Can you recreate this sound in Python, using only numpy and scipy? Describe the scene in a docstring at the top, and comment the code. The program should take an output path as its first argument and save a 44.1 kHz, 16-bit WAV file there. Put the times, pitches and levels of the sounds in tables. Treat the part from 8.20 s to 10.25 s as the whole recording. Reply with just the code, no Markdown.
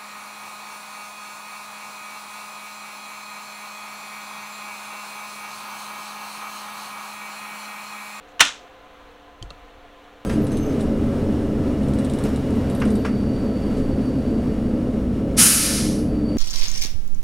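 """In a quiet workshop, a tube cage snaps shut on steel sliders close to a phone microphone.
A light touch leads to a loud clipped blow with bounces: damped sines ring the tubes, shaped noise makes
the crack and the short room tail. Later come small ticks (noise clicks with sine rings) and soft low
knocks (damped bass sines). Behind it all a fan hums, from filtered noise and wavering tones, over a
wandering rumble; a faint high rustle comes before the snap. Nearly mono: a very faint lagged, filtered
copy and shaped noise set the channels slightly apart."""
import sys
import numpy as np
from scipy import signal
from scipy.fft import rfft, irfft
from scipy.io import wavfile
from scipy.ndimage import uniform_filter1d

SR = 44100
rng = np.random.default_rng(int(sys.argv[2]) if len(sys.argv) > 2 else 0)


def to_wav(sig):
    """Store sig (one row per channel, or 1-D mono) as 16-bit WAV at the path in sys.argv[1].

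    Samples outside -1..1 are clipped; the rate is SR.
    """
    pcm = np.clip(np.atleast_2d(sig), -1, 1) * 32767
    pcm = np.round(pcm).astype(np.int16)
    wavfile.write(sys.argv[1], SR, pcm.T)  # frames by channels


N = 90404
T = np.arange(N) / SR  # s
F = np.maximum(np.arange(N // 2 + 1) * SR / N, 1)  # Hz, kept off zero for the logarithms

# Contacts of cage and slider: start_s, relative level_db, contact_ms, dullness_db_per_octave
CONTACTS = [(.195, -17, 0.12, 2.5), (0.203, -9.5, 0.29, 0.5), (0.2057, 2.5, 0.22, -1),
            (0.2093, -7.5, 0.24, -5.5), (0.2134, -7.5, .5, 3.5), (0.2222, -15.5, .5, 0.5),
            (.2505, -22.5, 0.46, -3)]
DULLNESS_PIVOT_HZ = 2500  # dullness tilts the spectrum about this pitch


def amp(db):
    """Amplitude ratio of a level in dB."""
    return 10 ** (np.asarray(db) / 20)


def read_log_hz(table, hz):
    """Second column of a table, interpolated on a log-frequency axis."""
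    table = np.array(table)
    return np.interp(np.log(hz), np.log(table[:, 0]), table[:, 1])


def envelope_db(points):
    """Level in dB over time, joined by straight lines between the points."""
    return np.interp(T, *np.array(points).T)


def noise(gain):
    """Noise of unit rms, its spectrum shaped by a gain per frequency."""
    shaped = irfft(rfft(rng.standard_normal(N)) * gain, N)
    return shaped / np.sqrt(np.mean(shaped ** 2))


def peak(hz, width_hz):
    """Resonance-shaped gain, down to half at half the width from the centre."""
    return 1 / (1 + ((F - hz) / (width_hz / 2)) ** 2)


def walk(rate_hz):
    """Smooth random wander: held random steps, averaged twice."""
    hold = int(SR / rate_hz)
    steps = np.repeat(rng.standard_normal(N // hold + 1), hold)
    smooth = uniform_filter1d(uniform_filter1d(steps, hold), hold)
    return 1.323 * smooth[:N]  # makes up for the level lost in averaging


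def fade(start_s, t60_s, rise_s):
    """Exponential rise from the start, times a decay of 60 dB in t60."""
    t60_s = max(t60_s, .002)
    out = np.zeros(N)
    span = slice(int(start_s * SR) + 1, int((start_s + 2 * t60_s) * SR))
    t = T[span] - start_s
    rise = 1 - np.exp(-t / max(rise_s, 1e-5))
    out[span] = rise * np.exp(-np.log(1000) * t / t60_s)
    return out


def ring(start_s, hz, t60_s, rise_s):
    """Damped mode: a sine that starts at zero phase and dies away."""
    return fade(start_s, t60_s, rise_s) * np.sin(2 * np.pi * hz * (T - start_s))


def tubes():
    """Each contact excites every mode of the cage; a longer contact starts them more slowly."""
    # Tube modes: pitch_hz, relative level_db, t60_s
    modes = [(935, -4, 0.044), (1293, -6, .06), (1430, -12.5, 0.19), (1768, -5, 0.093), (1906, -17, .15),
             (2142, -20, 0.14), (2731, -10.5, 0.09), (2923, 1.5, .06), (3140, -7, 0.12),
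             (3520, -15.5, 0.2017), (3615, -9, 0.0599), (4150, -10.5, .05), (5162, -12.5, .1),
             (5766, -10, .04)]
    spread_db = 2.6 * rng.standard_normal((len(CONTACTS), len(modes)))
    out = np.zeros(N)
    for i, (start_s, level_db, contact_ms, dullness) in enumerate(CONTACTS):
        for k, (hz, mode_db, t60_s) in enumerate(modes):
            tilt_db = -dullness * np.log2(hz / DULLNESS_PIVOT_HZ)
            level = amp(level_db + mode_db + tilt_db + spread_db[i, k])
            sign = (-1) ** k  # neighbouring modes start in opposite directions
            out += sign * level * ring(start_s, hz, t60_s, contact_ms / 3000)
    return out


def burst(colour, decays, extra_rise_ms):
    """Half-octave noise bands started by every contact, each dying at its own rate."""
    rattle_db, rattle_hz = 1.5, 500  # loose parts make the decay uneven
    spectrum = rfft(rng.standard_normal(N)) * amp(read_log_hz(colour, F))
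    norm = np.std(irfft(spectrum, N))
    out = np.zeros(N)
    for hz in 150 * 2 ** np.arange(0, 7, .5):
        octaves_off = np.clip(np.log2(F / hz), -.5, .5)
        band = irfft(spectrum * np.cos(np.pi * octaves_off) ** 2, N) / norm
        t60_s = read_log_hz(decays, hz)
        power = np.zeros(N)
        for start_s, level_db, contact_ms, dullness in CONTACTS:
            level = amp(level_db - dullness * np.log2(hz / DULLNESS_PIVOT_HZ))
            power += (level * fade(start_s, t60_s, (contact_ms + extra_rise_ms) / 1000)) ** 2
        out += band * np.sqrt(power)
    return out * amp(rattle_db * walk(rattle_hz))


def crack():
    """Broadband noise of the impact, rising within the contact time."""
    # Crack spectrum: frequency_hz, relative level_db per Hz
    crack_colour = [(150, -36.5), (300, -26.5), (500, -19), (900, -4), (1500, -5.5), (2200, -1.5),
                    (3000, -3), (4000, -7), (4700, -19), (5900, -8.5), (7300, -16.5), (8700, -12),
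                    (11000, -23.5), (16000, -36.5)]
    # Crack decay: frequency_hz, t60_s
    crack_decay = [(200, 0.066), (1000, .055), (3000, 0.051), (5500, 0.064), (9000, 0.029), (15000, 0.028)]
    return burst(crack_colour, crack_decay, 0)


def room_tail():
    """The room answers each contact with noise that builds more slowly and lasts longer."""
    # Room spectrum: frequency_hz, relative level_db per Hz
    room_colour = [(150, -30), (250, -22), (400, -24), (700, -12), (1400, -4.5), (2000, -7), (3500, -6),
                   (4700, -16), (6000, -12.5), (7600, -18), (10000, -29), (13400, -44), (16000, -54.5)]
    # Room decay: frequency_hz, t60_s
    room_decay = [(200, .3), (1000, 0.27), (3000, 0.31), (7000, .3), (15000, .2)]
    return burst(room_colour, room_decay, 15)


def cage():
    """The contacts ring the tubes, crack, and fill the room."""
    tubes_db, crack_db, room_db = -9.5, -4.5, -18
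    return amp(tubes_db) * tubes() + amp(crack_db) * crack() + amp(room_db) * room_tail()


def ticks():
    """Small contacts: a bright noise click, two short rings and a faint noise tail."""
    # Ticks: start_s, click_db, ring_hz, ring_db, second_ring_hz, second_ring_db, ring_t60_s
    tick_rows = [(1.2256, -31.5, 3150, -24.5, 4450, -29.5, .015), (1.298, -60, 6300, -57, 4300, -60, .01),
                 (1.3047, -43, 4100, -23.5, 3800, -25, 0.0077),
                 (1.306, -55, 2730, -38.5, 543, -33.5, 0.033), (1.3082, -53, 4300, -39, 1250, -28, .012),
                 (1.841, -57, 6000, -60, 7900, -60, .01)]
    rise_s, click_t60_s = .0006, .0085
    tail_db, tail_t60_s = -25.5, .15  # tail level is relative to the click
    hiss = noise(peak(6530, 7000) ** 2)
    out = np.zeros(N)
    for start_s, click_db, hz1, db1, hz2, db2, ring_t60_s in tick_rows:
        click = fade(start_s, click_t60_s, rise_s)
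        tail = amp(tail_db) * fade(start_s, tail_t60_s, .0001)
        out += amp(click_db) * hiss * (click + tail)
        out += amp(db1) * ring(start_s, hz1, ring_t60_s, rise_s)
        out += amp(db2) * ring(start_s, hz2, ring_t60_s, rise_s)
    return out


def knocks():
    """Soft damped low sines, under the snap and again among the ticks."""
    # Knocks: start_s, level_db, pitch_hz, t60_s, sign of the first swing
    knock_rows = [(0.204, -27, 79.9, 0.089, 1), (0.219, -32, 288, 0.22, 1), (1.2156, -21, 75, .025, 1),
                  (1.2254, -26.5, 110.1, 0.054, 1), (1.228, -34.5, 344, 0.053, -1),
                  (1.2434, -28.5, 44.7, 0.16, 1), (1.264, -37.5, 109, 0.065, 1),
                  (1.308, -41.5, 155, 0.097, 1)]
    out = np.zeros(N)
    for start_s, level_db, hz, t60_s, sign in knock_rows:
        out += np.sign(sign) * amp(level_db) * ring(start_s, hz, t60_s, .002)
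    return out


def fan():
    """Slowly wavering air hiss, narrow noise hums and tones that drift in pitch and level."""
    # Air hiss spectrum: frequency_hz, relative level_db per Hz
    air_colour = [(70, -8), (90, -16), (180, -17.5), (240, -11), (340, -16), (420, -9), (560, -11.5),
                  (800, -10), (960, -13), (1200, -11), (2000, -17), (3000, -19), (4200, -24.5),
                  (4900, -35.5), (6200, -32.5), (7500, -38.5), (10000, -42.5), (13000, -42.5), (16000, -44)]
    # Narrow hums: centre_hz, width_hz, level_db rms
    hums = [(475, 50, -60.5), (715, 51, -56.5), (1024, 30, -61)]
    # Fan tones: pitch_hz, level_db rms, waver_hz
    tones = [(291.5, -58.5, 1), (518.4, -57.5, 2.5)]
    low_cut = np.minimum(F / 70, 1) ** 2
    out = amp(-50.5 + .6 * walk(9.5)) * noise(amp(read_log_hz(air_colour, F)) * low_cut)
    for hz, width_hz, level_db in hums:
        out += amp(level_db) * noise(peak(hz, width_hz))
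    for hz, level_db, waver_hz in tones:
        level = np.sqrt(2) * amp(level_db + 1.5 * walk(8))
        phase = 2 * np.pi * np.cumsum(hz + waver_hz * walk(9)) / SR
        out += level * np.sin(phase)
    return out


def rumble():
    """Deep noise around 30 Hz whose level wanders."""
    # Rumble level: time_s, level_db
    rumble_level = [(0, -57.5), (.5, -60), (.9, -55), (1.15, -58), (1.28, -48.5), (1.5, -51), (1.7, -56),
                    (2.05, -58)]
    low_cut = np.minimum(F / 8, 1)
    return amp(envelope_db(rumble_level)) * noise(peak(30, 60.27) * low_cut)


def rustle():
    """Faint high noise with a flickering level, strongest before the snap."""
    # Rustle level: time_s, level_db
    rustle_level = [(.07, -90), (.09, -66), (.13, -76), (.15, -96)]
    flicker_db = 2.53 * walk(120)
    return amp(envelope_db(rustle_level) + flicker_db) * noise(peak(6800, 2500))


def channel_offset(mid):
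    """A very faint lagged, filtered copy of the middle and shaped noise set the channels slightly apart."""
    # Level of the lagged copy: frequency_hz, gain_db
    copy_gain = [(40, -39), (150, -24), (300, -28), (700, -39), (3000, -42), (6000, -37), (14000, -28)]
    # Shaped noise spectrum: frequency_hz, relative level_db per Hz
    noise_colour = [(35, -23), (60, -1), (244, -7), (301, -30.5), (4020, -22.5), (5990, -2.5), (16000, -7)]
    lag_s = .7 / 1000
    lag = np.exp(-2j * np.pi * F * lag_s)
    late = irfft(rfft(mid) * amp(read_log_hz(copy_gain, F)) * lag, N)
    return late + amp(-80) * noise(amp(read_log_hz(noise_colour, F)))


def scene():
    """Sum all sources in the middle, then add and subtract the offset for two nearly equal channels."""
    mid = cage() + ticks() + knocks() + fan() + rumble() + rustle()
    offset = channel_offset(mid)
    return np.array([mid + offset, mid - offset])


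def record(dry):
    """The loud blow is clipped hard at full scale; a steep low-pass then cuts the top."""
    drive_db, top_hz = .5, 16100
    clipped = np.clip(amp(drive_db) * dry, -1, 1)
    low_pass = signal.ellip(10, .2, 75, top_hz, fs=SR, output="sos")
    return signal.sosfilt(low_pass, clipped)


dry = scene()
out = record(dry)
to_wav(out)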